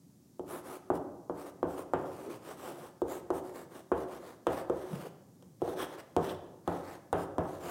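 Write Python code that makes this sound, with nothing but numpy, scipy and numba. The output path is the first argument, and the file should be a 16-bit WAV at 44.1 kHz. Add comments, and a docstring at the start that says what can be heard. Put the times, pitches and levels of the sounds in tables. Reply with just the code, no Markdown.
"""Chalk writes a word on a large wall-mounted blackboard in a quiet, bare-walled classroom.
Throughout: low wavering rumble and faint hiss, both filtered noise. Each letter starts with a knock:
stick tick, panel swing, decaying modes and a late bass boom. Short strokes follow: random grain impulses,
filtered, hiss at the tip, ring the stick and make the board drone; some judder around one pitch.
Towards the end of the word the knocks' ringing changes colour, as the panel modes shift with the hand."""
import sys
import numpy as np
from scipy import signal
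from scipy.fft import rfft, irfft
from scipy.io import wavfile
from numba import njit

SR = 44100
rng = np.random.default_rng(int(sys.argv[2]) if len(sys.argv) > 2 else 0)


def wrap_up_sound(samples):
    """Save the sound to the file named by the first command line argument, as 16-bit audio."""
    columns = np.atleast_2d(samples).T
    # keep every value between -1 and 1, then stretch to whole-number steps
    tamed = np.clip(columns, -1, 1)
    steps = np.round(tamed * 32767).astype(np.int16)
    wavfile.write(sys.argv[1], SR, steps)


N = 339570
T = np.arange(N) / SR
T_1S = T[:SR]


def undb(db):
    """Decibels to gain."""
    return 10 ** (np.asarray(db) / 20)


def unit(x):
    """Scale to rms 1."""
    return x / np.sqrt(np.mean(x ** 2))


def lookup(hz, points):
    """Read (f/Hz, value) points on a log-frequency axis."""
    f, v = np.transpose(points)
    return np.interp(np.log(np.maximum(hz, 1)), np.log(f), v)


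def colour(x, points):
    """Minimum-phase filter with the given (f/Hz, level/dB) shape, via the folded cepstrum."""
    size = 4096
    level_db = lookup(np.arange(size // 2 + 1) * SR / size, points)
    cepstrum = irfft(np.log(undb(level_db)))
    cepstrum[1:size // 2] *= 2
    cepstrum[size // 2 + 1:] = 0
    impulse = irfft(np.exp(rfft(cepstrum)))
    return signal.fftconvolve(x, impulse)[:len(x)]


def soften(x, hz):
    """Low-pass: a softer contact pushes for longer and loses the top."""
    return signal.sosfilt(signal.butter(2, hz, fs=SR, output="sos"), x)


def fade(t60_s):
    """One second of exponential decay, -60 dB at t60_s."""
    return np.exp(-np.log(1000) * T_1S / t60_s)


def dense_ring(noise, t60s):
    """Countless overlapping modes: one second of noise whose octaves die away at their own rates."""
    spectrum = rfft(noise)
    octave = np.log2(np.maximum(np.arange(SR // 2 + 1), 1))
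    ring = np.zeros(SR)
    for k in range(4, 16):
        weight = np.maximum(1 - abs(octave - k), 0)
        ring += irfft(spectrum * weight, SR) * fade(lookup(2 ** k, t60s))
    return ring


def walk(rate_hz):
    """Smooth random wander with a spread near 1."""
    points = rng.standard_normal(N // 10)
    return np.interp(T * rate_hz, np.arange(len(points)), points)


def add(out, s, x):
    """Mix x in at time s."""
    i = int(s * SR)
    out[i:i + len(x)] += x[:N - i]


@njit
def resonate(x, hz, width_hz):
    """State-variable band-pass with a moving centre."""
    y, b, l = np.empty(len(x)), 0., 0.
    for i in range(len(x)):
        g, k = np.tan(np.pi * hz[i] / SR), width_hz / hz[i]
        v = (b + g * (x[i] - l)) / (1 + g * (g + k))
        b, l, y[i] = 2 * v - b, l + 2 * g * v, k * v
    return y


def band(x, hz, width_hz):
    """A steep resonance, fixed or moving, at rms 1."""
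    centre_hz = hz * np.ones(N)
    return unit(resonate(resonate(x, centre_hz, width_hz), centre_hz, width_hz))


# hand at start, middle, end of word: [t/s]
PLACE_S = [1.56, 4.95, 6.35]
# strong panel modes: [f/Hz, t60/s, level/dB struck at start, middle, end of word]
PANEL_MODES = [(73.1, 0.43, -36, -32, -76), (93.4, 0.26, -30.5, -40, -14), (170.5, 0.53, -29, -48, -16.5),
               (279.6, 0.73, -28.5, -40, -64), (296.2, 0.39, -18, -74, -12.5), (368, 0.27, -33, -30, -44),
               (362.5, 0.062, -4, -4, -5), (474.3, 0.15, -18, -11, -18), (514, 0.062, -23, -8.5, -21.5),
               (634, 0.37, -37.5, -62, -15.5), (655, 0.082, -57, -22.5, -15.5),
               (704, 0.23, -67, -47, -13.5), (1370, 0.021, -33, -9, -34)]


def panel_modes(s):
    """Decaying cosines, levels set by where the hand is at time s."""
    ring = np.zeros(SR)
    for hz, t60_s, *place_db in PANEL_MODES:
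        level_db = np.interp(s, PLACE_S, place_db)
        ring += undb(level_db) * fade(t60_s) * np.cos(2 * np.pi * hz * T_1S)
    return ring


# first-swing spectrum: [f/Hz, level/dB]
KNOCK_SPECTRUM = [(40, -28.5), (150, -9.5), (300, -8.5), (500, 7.5), (1200, -1), (1480, -10), (1900, -20.5),
                  (6000, -75.5)]


def panel_knock(contact_hz):
    """First sharp swing of the panel, softened by the contact, at peak 1."""
    swing = soften(colour(signal.unit_impulse(SR), KNOCK_SPECTRUM), contact_hz)
    return swing / abs(swing).max()


# dense-ring spectrum: [f/Hz, level/dB]
RING_SPECTRUM = [(50, -46), (150, -5.5), (230, -7), (350, 3.5), (800, -1), (1380, -10), (1650, -14),
                 (2200, -24), (3200, -22), (4500, -39)]
# dense-ring decay: [f/Hz, t60/s]
RING_T60 = [(100, 0.51), (400, 0.67), (1000, 0.55), (3000, 0.27)]


def panel_ring(contact_hz, early_db=3, early_t60_s=0.032):
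    """Edge returns: strongest before the waves have spread over the whole panel."""
    noise = colour(rng.standard_normal(SR), RING_SPECTRUM)
    ring = dense_ring(unit(soften(noise, contact_hz)), RING_T60)
    return ring * (1 + undb(early_db) * fade(early_t60_s))


# low-boom spectrum: [f/Hz, level/dB]
BOOM_SPECTRUM = [(25, -1), (50, -18), (80, 3), (105, -1), (150, 4.5), (800, -47)]


def panel_boom(rise_s=0.0031, t60_s=0.45):
    """Slow bending waves: the bass builds up late."""
    noise = unit(colour(rng.standard_normal(SR), BOOM_SPECTRUM))
    return noise * fade(t60_s) * (1 - np.exp(-T_1S / rise_s))


# stick-tick spectrum: [f/Hz, level/dB]
TICK_SPECTRUM = [(600, -60), (2000, 1), (3300, 15), (4600, 3), (8500, 7.5), (16000, -7)]


def stick_tick(t60_s=0.011):
    """Bright, fast-decaying noise of the stick."""
    return unit(colour(rng.standard_normal(SR), TICK_SPECTRUM)) * fade(t60_s)


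# chalk landings: [t/s, ring level/dB, contact cut-off f/Hz, tick level/dB before tick_gain_db]
LANDINGS = [(0.3954, -47.5, 670, -59), (0.9023, -34, 1440, -53), (1.2972, -41.5, 1080, -63),
            (1.6297, -35.5, 1370, -52), (1.936, -33, 2570, -46.5), (3.0189, -38.5, 850, -53),
            (3.304, -36, 1260, -48), (3.9176, -32.5, 2040, -51), (4.4687, -31.5, 4500, -39),
            (4.6982, -38, 1390, -50), (5.4248, -66, 2420, -58.5), (5.6189, -37.5, 680, -51.5),
            (5.678, -41, 1000, -64), (6.1654, -29.5, 1220, -38.5), (6.6770, -34, 2180, -45),
            (7.129, -30.5, 2850, -41.5), (7.3826, -32.5, 1770, -47.5)]
# gain over ring level at start, middle, end of word: [level/dB]; thump before contact correction
KNOCK_OVER_RING_DB = [19.5, 16, 14]
THUMP_OVER_RING_DB = [20.5, 24, 12]
BOOM_OVER_RING_DB = [-14, -14.5, -9.5]


def taps(tick_gain_db=4, spread_s=0.0026, lead_s=0.00023, usual_contact_hz=1500, thump_db_per_octave=-3.5):
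    """The stick ticks, the panel gives one sharp swing, then waves return from its edges and ring on."""
    out = np.zeros(N)
    spread = 1 - np.exp(-(T_1S / spread_s) ** 2)
    for s, ring_db, contact_hz, tick_db in LANDINGS:
        knock_db = ring_db + np.interp(s, PLACE_S, KNOCK_OVER_RING_DB)
        boom_db = ring_db + np.interp(s, PLACE_S, BOOM_OVER_RING_DB)
        # a harder, shorter contact puts less into the low modes
        contact_db = thump_db_per_octave * np.log2(contact_hz / usual_contact_hz)
        thump_db = ring_db + np.interp(s, PLACE_S, THUMP_OVER_RING_DB) + contact_db
        tick = undb(tick_db + tick_gain_db) * stick_tick()
        knock = undb(knock_db) * panel_knock(contact_hz)
        thump = undb(thump_db) * soften(panel_modes(s), contact_hz)
        ring = undb(ring_db) * panel_ring(contact_hz)
        boom = undb(boom_db) * panel_boom()
        add(out, s - lead_s, tick + knock + spread * (thump + ring) + boom)
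    return out


def crumble(grains_per_s=9000):
    """Chalk grains break off at random: impulses of Gaussian size, mostly small with a few large."""
    hit = rng.random(N) < grains_per_s / SR
    return unit(hit * rng.standard_normal(N))


def stroke_speed(start_s, length_s, peak_share=0.57, edge_order=2.96):
    """Every stroke is the same gesture: the tip gathers speed, glides and brakes."""
    along = (T - start_s) / length_s - peak_share
    edge = np.where(along < 0, peak_share, 1 - peak_share)
    return np.exp(-np.minimum(abs(along / edge) ** edge_order, 20))


# tip-hiss spectrum: [f/Hz, level/dB]
HISS_SPECTRUM = [(1500, -33), (4400, -7), (6000, -4), (8500, -1), (10800, -2.5), (12500, -1), (16000, -3.5)]


def tip_hiss(grit, grip, stick_hz, vigour, stick_db=-1, stick_width_hz=740.0):
    """Grains hiss and ring the stick; gentle strokes sound duller than fast ones."""
    stick = unit(resonate(crumble() * grip, stick_hz, stick_width_hz))
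    bright = unit(colour(grit, HISS_SPECTRUM)) + undb(stick_db) * stick
    dull = unit(soften(colour(crumble() * grip, HISS_SPECTRUM), 12000))
    return np.sqrt(vigour) * bright + np.sqrt(1 - vigour) * dull


# rasp spectrum: [f/Hz, level/dB]
RASP_SPECTRUM = [(600, -15), (1800, 1.5), (3200, -7), (4300, -9), (6000, -11), (16000, -38)]


def tip_rasp(grip, stick_hz, pressure, bend_db=-4, bend_width_hz=440.0, bite_hz=1770.0):
    """Hard pressure bites into the surface and wakes the stick's lowest bending mode."""
    bend_hz = stick_hz / 2.76
    bend = band(crumble() * grip, bend_hz, bend_width_hz)
    bite = band(crumble() * grip, bite_hz, bite_hz / 2)
    return unit(colour(crumble() * grip, RASP_SPECTRUM)) + pressure * (undb(bend_db) * bend + bite)


# board-drone spectrum: [f/Hz, level/dB]
DRONE_SPECTRUM = [(40, -20.5), (150, -18.5), (260, -4), (360, 4), (700, -1), (1250, -3), (1900, -20.5),
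                  (3000, -24.5), (8000, -34)]


def board_drone(grit, modes_db=-7):
    """Grains shake the board; its mix of modes shifts as the hand travels along the word."""
    hum = np.zeros(N)
    for s, here in zip(PLACE_S, np.eye(len(PLACE_S))):
        ringing = unit(signal.fftconvolve(grit, panel_modes(s))[:N])
        hum += np.interp(T, PLACE_S, here) * ringing
    return unit(colour(grit, DRONE_SPECTRUM)) + undb(modes_db) * hum


def hand_echo(x, lag_s=0.000428, sway=0.24):
    """The fingers reflect the hiss and rasp; as they move, the notches of this short echo shift."""
    echo = np.interp(T - lag_s * (1 + sway * walk(9)), T, x)
    return x - .4 * echo


# chalk slides: [start t/s, length t/s, hiss level/dB before layer gains]
SLIDES = [(0.483, 0.12, -52.5), (0.649, .13, -57), (0.936, 0.042, -59.5), (1.355, 0.091, -62),
          (1.442, 0.064, -61), (1.677, 0.1, -62), (1.765, 0.068, -57.5), (1.963, 0.17, -68.5),
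          (2.087, 0.22, -63), (2.283, 0.089, -61.5), (2.423, 0.13, -60.5), (2.579, 0.15, -58),
          (2.724, 0.17, -62), (3.085, 0.11, -54.5), (3.333, 0.066, -56.5), (3.438, 0.079, -64),
          (3.533, 0.11, -60), (3.716, 0.095, -61.5), (3.96, 0.087, -62), (4.077, 0.11, -63),
          (4.193, 0.16, -66.5), (4.486, .14, -58.5), (4.71, 0.2, -67), (4.864, 0.15, -62),
          (4.997, 0.087, -61.5), (5.626, 0.12, -62), (5.771, 0.086, -53), (5.854, 0.11, -64.5),
          (5.975, 0.038, -61.5), (6.223, 0.12, -57), (6.677, 0.15, -65), (6.831, 0.14, -63.5),
          (7.16, 0.09, -60.5), (7.423, 0.18, -65.5), (7.6, 0.18, -56.5)]
# rasp against hiss along the word: [t/s, level/dB]
COARSENESS_DB = [(0.5, -4.5), (1.8, -1), (2.4, 3), (3.3, -5), (4.15, 3.5), (5.0, 3), (6.3, 6.5), (6.9, 5.5),
                 (7.3, -0.5), (7.65, 2.5)]


def strokes(grip_db=1.5, slip_db=1.5, rasp_db=-2, hiss_db=-2, drone_db=11, drone_db_per_coarse_db=0.31,
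            stick_ring_hz=9140, stick_drift=0.1):
    """Crumbling follows the speed of each stroke; it hisses, rings the stick and shakes the board."""
    power = sum((undb(db) * stroke_speed(start_s, length_s)) ** 2 for start_s, length_s, db in SLIDES)
    hiss = np.sqrt(power)
    coarse_db = np.interp(T, *np.transpose(COARSENESS_DB))
    rasp = hiss * undb(coarse_db)
    drone = hiss * undb(drone_db + drone_db_per_coarse_db * coarse_db)
    # the stick's ring wanders smoothly in pitch
    drift = stick_drift * walk(11) + 0.032 * walk(25)
    stick_hz = np.clip(stick_ring_hz * (1 + drift), 1000, SR / 2.5)
    # the tip grips and slips unevenly
    grip = undb(grip_db * walk(45) + slip_db * walk(350))
    grit = crumble() * grip
    hissing = undb(hiss_db) * hiss * tip_hiss(grit, grip, stick_hz, hiss / hiss.max())
    rasping = undb(rasp_db) * rasp * tip_rasp(grip, stick_hz, rasp / rasp.max())
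    return drone * board_drone(grit) + hand_echo(rasping + hissing)


def bell(s, rise_s, fall_s):
    """A short swell that peaks at time s."""
    side_s = np.where(T < s, rise_s, fall_s)
    return np.exp(-np.minimum(abs((T - s) / side_s) ** 2.6, 20))


# chalk judders: [t/s, rise t/s, fall t/s, pitch f/Hz, level/dB]
JUDDER_EVENTS = [(2.285, 0.044, 0.059, 358, -42), (2.68, 0.016, 0.041, 343, -52),
                 (4.916, 0.0083, 0.05, 169, -40.5), (5.068, 0.023, 0.016, 417, -43.5),
                 (6.299, 0.012, 0.01, 3370, -50)]


def judders(width_share=0.53):
    """Where the chalk drags harder, the panel hums or the stick chatters briefly around one pitch."""
    out = np.zeros(N)
    for s, rise_s, fall_s, hz, db in JUDDER_EVENTS:
        tone = band(rng.standard_normal(N), hz, width_share * hz)
        out += undb(db) * bell(s, rise_s, fall_s) * tone
    return out


# classroom decay: [f/Hz, t60/s]
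CLASSROOM_T60 = [(300, 1), (3000, 0.72), (12000, 0.23)]


def classroom(x, wet_db=-11, delay_s=0.0078):
    """Bare walls send back a diffuse tail."""
    build_up = 1 - np.exp(-(T_1S / delay_s) ** 2)
    tail = dense_ring(rng.standard_normal(SR), CLASSROOM_T60) * build_up
    return x + undb(wet_db) * signal.fftconvolve(x, tail / np.linalg.norm(tail))[:N]


# rumble and microphone-hiss spectra: [f/Hz, level/dB]
RUMBLE_SPECTRUM = [(25, -32.5), (60, -15.5), (110, 4), (180, 5.5), (330, -2), (500, -14.5), (1000, -24),
                   (3000, -40), (8000, -56)]
MIC_HISS_SPECTRUM = [(2800, -8.5), (6000, 0.5), (16000, -5)]


def room_tone(rumble_db=-60, waver_db=-2, mic_hiss_db=-72.5):
    """A low, gently wavering rumble under faint, steady microphone hiss."""
    rumble = unit(colour(rng.standard_normal(N), RUMBLE_SPECTRUM))
    mic_hiss = unit(colour(rng.standard_normal(N), MIC_HISS_SPECTRUM))
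    return undb(rumble_db + waver_db * walk(6.1)) * rumble + undb(mic_hiss_db) * mic_hiss


def scene():
    """Writing on the board, heard in the room."""
    writing = taps() + strokes() + judders()
    return (classroom(writing) + room_tone())[None]


def record(dry, bass_hz=45, top_hz=15900):
    """The recorder cuts the deepest bass and the top."""
    lean = signal.sosfilt(signal.butter(4, bass_hz, "high", fs=SR, output="sos"), dry)
    return signal.sosfilt(signal.ellip(10, .2, 70, top_hz, fs=SR, output="sos"), lean)


dry = scene()
out = record(dry)
wrap_up_sound(out)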